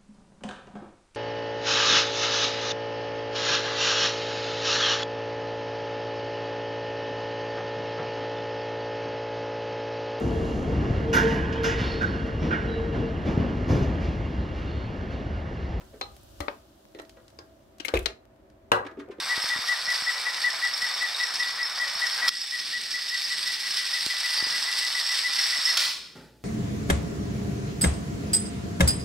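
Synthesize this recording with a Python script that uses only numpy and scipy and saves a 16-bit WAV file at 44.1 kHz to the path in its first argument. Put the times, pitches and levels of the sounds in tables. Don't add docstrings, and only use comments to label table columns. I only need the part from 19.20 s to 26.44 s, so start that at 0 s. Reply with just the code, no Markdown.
import sys
import numpy as np
from scipy import signal
from scipy.fft import rfft, irfft, next_fast_len
from scipy.io import wavfile

SR = 44100
rng = np.random.default_rng(int(sys.argv[2]) if len(sys.argv) > 2 else 0)


def ratio(d):
    e = np.asarray(d, float) / 20
    return 10 ** e


def generate_wav(sig):
    pcm = np.round(np.clip(np.atleast_2d(sig).T, -1, 1) * 32767).astype(np.int16)
    wavfile.write(sys.argv[1], SR, pcm)


N = 319275
T = np.arange(N) / SR

# time_s, gear_db, wheel_load_db, shell_ring_db
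RUN_EFFORT = [
    [(0.02, -31, -36, 1), (.5, -30, -37, 1), (.9, -30.5, -37.5, -1.5), (1.4, -32.5, -38.5, 1),
     (1.8, -31.5, -37.5, 2.5), (2.1, -32, -40, 0), (2.6, -34.5, -39, 1.5), (2.95, -31, -39, 2.5),
     (3.08, -27, -30, -5)],
    [(3.1, -37.5, -53.5, 3), (3.45, -31.5, -51.5, -5), (3.85, -34.5, -51, 3), (4.15, -28, -47.5, -2),
     (5.0, -28, -45, -4), (5.15, -26.5, -39.5, -3), (5.9, -28, -43, -0.5), (6.5, -26, -39.5, 0.5),
     (6.62, -26.5, -41, -19)],
]
SCENE_CHANGE_S = 3.0935
# start_s, end_s
STALL_S = [6.696, 6.745]

# freq_hz, density_db_per_hz
GEAR_COLOUR = [(1000, -25.5), (1800, -6), (2700, -4.5), (3600, -3.5), (4600, 0.5), (5400, 1), (6000, -13),
               (7000, -22), (8500, -13), (9500, -19.5), (12500, -31.5), (14000, -34), (16000, -28.5)]
# freq_hz, width_hz, level_db
SHELL_MODES = [(1920, 100, -5.5), (3650, 157, -8), (3520, 290, -24), (3700, 210, -12), (4250, 110, -12),
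               (4570, 220, -5), (5100, 74, -18), (4820, 210, -9.5), (5326, 86, 4), (5160, 86, -13.5),
               (7745, 100, -9), (8350, 96, -6.5), (8060, 1000, -26.5), (11330, 200, -20), (12600, 120, -23)]
# freq_hz, density_db_per_hz
WHEEL_COLOUR = [(250, -27), (500, -11.5), (750, -4.5), (1200, 1.5), (1700, -0.5), (2300, -0.5),
                (3500, -31.5)]
GEAR_MID_DB, RATTLE_DB = -30.5, -42.5
RATTLE_DB_PER_GEAR_DB, RATTLE_DB_PER_RING_DB = 1.1, 0.39
MESH_DB, MESH_TURN, FLICKER_DB = 0.8, 0.827, 1.1

# middle_s, level_db, length_s, whine_db
FIRST_SQUEAKS = [(.122, -23, .051, -43), (.323, -24, 0.042, -46), (.513, -22, 0.053, -42),
                 (.702, -24, 0.05, -48), (.888, -22.5, 0.04, -35.5), (1.076, -24.5, 0.038, -40),
                 (1.263, -20, 0.047, -46), (1.45, -22, 0.046, -55), (1.642, -26.5, 0.052, -40),
                 (1.835, -23, 0.051, -47), (2.024, -24, 0.046, -46), (2.219, -24, 0.048, -34.5),
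                 (2.417, -26.5, .052, -46), (2.623, -25, 0.048, -51), (2.836, -22.5, 0.036, -46),
                 (3.051, -23.5, 0.059, -37)]
# middle_s, level_db, length_s, whine_db
SECOND_SQUEAKS = [(3.343, -29, .042, -46), (3.558, -27.5, 0.045, -65), (3.757, -29.5, 0.041, -42),
                  (3.941, -27.5, .046, -69), (4.123, -29.5, .041, -52), (4.289, -30.5, 0.061, -42.5),
                  (4.456, -36, .05, -53), (4.612, -33, 0.074, -47), (4.758, -27.5, .046, -45),
                  (4.914, -27.5, 0.03, -37), (5.053, -26.5, 0.029, -35), (5.202, -31, 0.051, -39),
                  (5.349, -29.5, 0.051, -36.5), (5.492, -29.5, 0.041, -38.5), (5.637, -30.5, 0.066, -43),
                  (5.769, -26.5, .04, -43), (5.915, -30, 0.051, -44), (6.063, -24.5, 0.041, -47),
                  (6.195, -27, 0.02, -37), (6.349, -28, 0.059, -42), (6.491, -24.5, 0.046, -57),
                  (6.63, -34, 0.0293, -39.5)]
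SQUEAKS = [FIRST_SQUEAKS, SECOND_SQUEAKS]
SQUEAK_HZ, SQUEAK_HZ_PER_TURN_PER_S, MID_TURNS_PER_S = 1954, 13.5, 5.3
WHINE_LAG_TURN, WHINE_LENGTH_S, WHINE_SAG_HZ = .4, 0.06534, 4.5

# start_s, peak_db, ring_hz
TOOTH_SLIPS = [(0.2188, -20, 5420), (.4396, -35, 5330), (.6794, -27, 5500), (.877, -19.5, 4780),
               (1.5354, -17.5, 5310), (1.737, -18, 5390), (1.9445, -18.5, 3760), (2.0343, -16, 5340),
               (2.087, -20, 5340), (2.228, -20.5, 3650), (2.428, -17, 5310), (2.4495, -16.5, 5320),
               (2.6356, -17, 5330), (2.7506, -18, 5310), (2.9085, -23, 5250), (3.0795, -10, 5200),
               (3.161, -20, 5270), (3.192, -31, 5470), (3.214, -18.5, 5170), (3.3058, -21, 5310),
               (4.0155, -25, 5240), (4.048, -19.5, 4770), (4.7324, -18, 5310), (5.1841, -15, 4750),
               (5.239, -15, 4840), (5.8626, -15.5, 5400), (6.19, -13, 5420), (6.4512, -12, 5310),
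               (6.526, -18, 5310), (6.572, -14, 4520)]
# start_s, peak_db, jangle_s
BOARD_BLOWS = [(3.08, -16, .005), (3.083, -14.5, 0.0054), (3.091, -13, 0.0012), (4.863, -11.5, .0004),
               (6.572, -11, 0.001), (6.575, -7, 0.0028), (6.577, -22.5, 0.022), (6.6054, -11, 0.00025),
               (6.611, -18.5, 0.044), (6.639, -15.5, 0.0022), (6.646, -24, 0.025), (6.679, -27.5, 0.022),
               (6.71, -29, 0.026)]
# freq_hz, width_hz, level_db
FRONT_MODES = [
    (1460, 110, -16.5),
    (2520, 260, -6),
    (3330, 220, -1.5),
    (3740, 400, -2),
    (4210, 790, 9),
    (5310, 200, -19),
    (8740, 5600, -28),
]

# start_s, peak_db, push_s
FINGER_TAPS = [(.178, -20.5, 0.0012), (0.243, -23.5, 0.001), (.292, -52, 0.0024), (0.361, -28, 0.002),
               (0.368, -35, 0.0023), (.389, -29, 0.0023), (.679, -37, 0.003), (0.823, -31, 0.0017),
               (1.627, -37, 0.0025), (2.759, -38, 0.0028), (3.653, -63, 0.0035), (4.09, -50, 0.0049),
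               (4.865, -21.5, 0.0016), (5.226, -22.5, 0.0015), (5.269, -25.5, 0.0011), (6.388, -32, 0.0017)]
# freq_hz, width_hz, level_db
THUD_MODES = [(171, 52, -2), (255, 95, -1), (353, 84, -0.5), (408, 56, -19), (840, 9.7, -19),
              (1330, 400, 1)]
THUD_S, THUD_DB = 6.951, -66.5

# time_s, gain_db
AIR_GAIN = [
    (0, 3),
    (.5, 4),
    (6.6, -7),
    (6.75, 17),
    (6.93, 18),
    (7.05, 30),
    (7.24, 27),
]
# freq_hz, density_db_per_hz
TONE_COLOUR = [(20, -19), (45, -13), (70, -9.5), (160, 3.5), (300, 3), (500, 1), (1000, -24), (4000, -17),
               (16000, -25)]
# freq_hz, level_db
HUM_PARTIALS = [(59.2, 2.5), (118.4, -5), (856, -11)]
HUM_DB, TONE_DB = -88, -65.5
TONE_GAIN_SHARE = 0.062

# freq_hz, t60_s
ROOM_DECAY = [(150, 0.36), (700, 0.71), (2000, 0.65), (5000, 0.65), (11000, 0.48)]
# freq_hz, side_minus_mid_db
ROOM_SIDE = [(60, -15), (110, -8), (200, -9), (380, -32), (700, -20), (1290, -13.5), (2380, -5.5),
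             (4400, -9), (8120, -2.5), (15000, 3.5)]
# freq_hz, left_minus_right_db
PORT_LEAN = [(60, 0), (900, 0), (1400, 1), (1950, 4.5), (2600, -.5), (4400, -2), (8000, -1.8), (12000, 0)]
# freq_hz, left_lead_rad
PORT_LEAD = [(0, 0), (1640, 0.0), (2930, -0.89), (4220, -0.23), (7750, -1.25), (8010, -1.1), (8530, -0.5),
             (9470, -0.27), (10100, -0.61), (13900, 0.1), (14400, 0.21), (14600, -0.83), (15400, 0.2),
             (16300, -0.1)]
EDGE_HZ = 15850


def evened(x):
    return x / np.sqrt(np.mean(x ** 2) + 1e-20)


def read(points, hz):
    f, value = np.transpose(points)
    return np.interp(np.log(hz + 1), np.log(f + 1), value)


def add(mix, start_s, sound):
    part = mix[round(start_s * SR):][:len(sound)]
    part += sound[:len(part)]


def ring(x, hz, width_hz):
    r = np.exp(-np.pi * width_hz / SR)
    return signal.lfilter([.5, 0, -.5], [1, -2 * r * np.cos(2 * np.pi * hz / SR), r * r], x)


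def colour(x, points):
    log_gain = np.log(ratio(read(points, abs(np.fft.fftfreq(4096, 1 / SR)))))
    taps = np.fft.ifft(np.exp(np.conj(signal.hilbert(log_gain)))).real[:2048]
    return signal.oaconvolve(x, taps)[:len(x)]


def drift(rate_hz):
    size = 2 ** 19
    hz = np.fft.rfftfreq(size, 1 / SR)
    spectrum = rfft(rng.standard_normal(size)) / (1 + (hz / rate_hz) ** 2)
    return evened(irfft(spectrum)[:N])


def clicks(per_s, spread_db, clump_db):
    size = ratio(spread_db * np.minimum(rng.exponential(1, N), 5) + clump_db * drift(37))
    sign = rng.choice([-1., 1.], N)
    return evened(size * sign * (rng.random(N) < per_s / SR))


def gears(ring_db):
    teeth = clicks(2000, 0.98, 2.32)
    shell = np.zeros(N)
    for hz, width_hz, db in SHELL_MODES:
        strikes = teeth * (rng.random(N) < .2) * ratio(2.5 * drift(18))
        shell += ratio(db) * np.sqrt(width_hz) * evened(ring(strikes, hz, width_hz))
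    whole = evened(colour(teeth, GEAR_COLOUR)) + ratio(ring_db + 1.0) * evened(shell)
    bright = signal.sosfiltfilt(signal.butter(4, 6700, "high", fs=SR, output="sos"), whole)
    hiss = colour(rng.standard_normal(N), GEAR_COLOUR)
    hiss = signal.sosfilt(signal.butter(2, 7500, "high", fs=SR, output="sos"), hiss)
    return evened(whole - bright), evened(evened(bright) + ratio(-4) * evened(hiss))


def wheels():
    return evened(colour(clicks(1500, 1.0, 1.7), WHEEL_COLOUR))


def stick_slip(length_s, top_hz, arch, rise, fall, beat):
    u = np.linspace(-1.7, 1.7, round(1.7 * length_s * SR))
    bend_hz = np.where(u < 0, 40 + 35 * rise, 60 + 35 * fall)
    dip_hz = bend_hz * np.minimum(abs(u) ** 4, 2.2) * arch
    grip = 1 / (1 + abs(u / 1.03) ** np.where(u < 0, 7, 5.5))
    grip = grip * signal.windows.tukey(len(u), .2)
    flutter = 1 + 0.23 * np.sin(6.75 * u + 2 * np.pi * beat)
    return grip * flutter * np.sin(2 * np.pi * np.cumsum(top_hz + 8 - dip_hz) / SR)


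def squeaks():
    out = np.zeros(N)
    for rows in SQUEAKS:
        turn_s = np.gradient(np.transpose(rows)[0])
        chances = rng.random((len(rows), 3))
        for (middle_s, db, length_s, whine_db), period_s, chance in zip(rows, turn_s, chances):
            hz = SQUEAK_HZ + SQUEAK_HZ_PER_TURN_PER_S * (1 / period_s - MID_TURNS_PER_S)
            squeak = ratio(db) * stick_slip(length_s, hz, 1, *chance)
            whine = ratio(whine_db) * stick_slip(WHINE_LENGTH_S, hz - WHINE_SAG_HZ, 0, *chance)
            add(out, middle_s - len(squeak) / SR / 2, squeak)
            add(out, middle_s + WHINE_LAG_TURN * period_s - len(whine) / SR / 2, whine)
    return out * ratio(.8 * drift(60))


def tooth_slips():
    out, t = np.zeros(N), T[:3000]
    for start_s, db, hz in TOOTH_SLIPS:
        split, lag = rng.random(2)
        neighbour = np.sin(2 * np.pi * (hz * (.95 + .1 * split) * t + lag))
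        pair = np.sin(2 * np.pi * hz * t) + .7 * neighbour
        add(out, start_s, ratio(db - 2.5 - 60 * t / 0.052) * pair * np.minimum(t / 0.0036, 1))
    return out


def board_blows():
    blows, t = np.zeros(N), T[:3000]
    for start_s, db, jangle_s in BOARD_BLOWS:
        jolt = rng.standard_normal(len(t)) + 4.8 * (t == 0)
        add(blows, start_s, ratio(db) * jolt * np.exp(-t / jangle_s))
    return ratio(-25.5) * sum(ratio(db) * ring(blows, hz, width_hz) for hz, width_hz, db in FRONT_MODES)


def thud():
    puff, t = np.zeros(N), T[:6000]
    swell = np.minimum(t / 0.0071, 1) * np.exp(-t / 0.072)
    add(puff, THUD_S, rng.standard_normal(len(t)) * swell)
    return ratio(THUD_DB) * sum(ratio(db) * ring(puff, hz, width_hz) for hz, width_hz, db in THUD_MODES)


def finger_taps():
    out = np.zeros(N)
    for start_s, db, push_s in FINGER_TAPS:
        u = T[:2000] / push_s
        add(out, start_s, ratio(db - 3.0) * np.sin(np.pi * u) * np.exp(-1.2 * u))
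    return out


def air():
    gain_db = np.interp(T, *np.transpose(AIR_GAIN))
    a, b = (evened(colour(rng.standard_normal(N), TONE_COLOUR)) for _ in range(2))
    hum = sum(ratio(db + 2.6 * drift(6.5)) * np.sin(2 * np.pi * hz * T) for hz, db in HUM_PARTIALS)
    tone_db = TONE_DB + TONE_GAIN_SHARE * gain_db + 4.7 * drift(2.5)
    tone = ratio(tone_db) * np.array([a + 0.35 * b, a - 0.26 * b])
    return tone + ratio(HUM_DB + gain_db) * hum


def tail():
    echoes = np.zeros((2, 36000))
    at = np.arange(200, 35980, 20) + rng.integers(0, 20, (2, 1789))
    np.put_along_axis(echoes, at, rng.choice([-1., 1.], at.shape), 1)
    hz, t, z = signal.stft(echoes, SR, nperseg=256)
    z = z * ratio(-60 * t / read(ROOM_DECAY, hz)[:, None])
    z[1] *= ratio(read(ROOM_SIDE, hz) - 0.5)[:, None]
    echoes = signal.istft(z, SR, nperseg=256)[1]
    return echoes / np.linalg.norm(echoes[0])


def room(x, send):
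    turn = 2 * np.pi * 1.311 * T[:len(x)]
    mid, side = sum(signal.oaconvolve((send * share)[None], tail(), axes=1)[:, :len(x)]
                    for share in (np.cos(turn), np.sin(turn)))
    size = next_fast_len(len(x) + SR // 10)
    hz = np.fft.rfftfreq(size, 1 / SR)
    port = ratio(read(PORT_LEAN, hz) * .5) * np.exp(.6j * read(PORT_LEAD, hz))
    direct = irfft(rfft(x, size) * np.array([port, 1 / port]), size)[:, :len(x)]
    return direct + np.array([mid + side, mid - side])


def scene():
    time_s, *_, ring_db = np.vstack(RUN_EFFORT).T
    ring_db = np.interp(T, time_s, ring_db)
    chatter, bright = gears(ring_db)
    rumble = wheels()
    squeak = squeaks()
    knock = tooth_slips() + board_blows() + thud()
    passes_s = np.vstack(SQUEAKS)[:, 0]
    wheel_turn = np.interp(T, passes_s, np.arange(len(passes_s)))
    mesh_db = MESH_DB * np.cos(4 * np.pi * (wheel_turn - MESH_TURN))
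    flicker_db = FLICKER_DB * drift(24)
    running = np.interp(T, STALL_S, [1, 0])
    cut, lead_in = round(SCENE_CHANGE_S * SR), SR // 2
    owned = (T < SCENE_CHANGE_S, T > SCENE_CHANGE_S)
    spans = (slice(0, cut), slice(cut - lead_in, N))
    runs = []
    for rows, own, span in zip(RUN_EFFORT, owned, spans):
        time_s, *columns, _ = np.transpose(rows)
        gear_db, load_db = (np.interp(T, time_s, column) for column in columns)
        rattle_db = RATTLE_DB + RATTLE_DB_PER_GEAR_DB * (gear_db - GEAR_MID_DB) + flicker_db
        rattle_db = rattle_db - RATTLE_DB_PER_RING_DB * np.maximum(ring_db, -8)
        train = ratio(gear_db + mesh_db) * chatter + ratio(rattle_db) * bright + ratio(load_db) * rumble
        train = ratio(-2.5) * train * running + knock * own
        send = ratio(-4.0) * train + ratio(-10) * squeak * own
        runs.append(room((train + squeak * own)[span], send[span]))
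    return np.hstack([runs[0], runs[1][:, lead_in:]]) + finger_taps() + air()


def top_cut(x):
    return signal.sosfilt(signal.butter(12, 15830, fs=SR, output="sos"), x)


def record(dry):
    cut = signal.sosfilt(signal.butter(2, 45, "high", fs=SR, output="sos"), dry)
    low_pass = signal.firwin(511, EDGE_HZ, window=("kaiser", 9), fs=SR)
    mix = signal.oaconvolve(cut, low_pass[None], "same")
    return top_cut(mix)


dry = scene()
out = record(dry)
generate_wav(out)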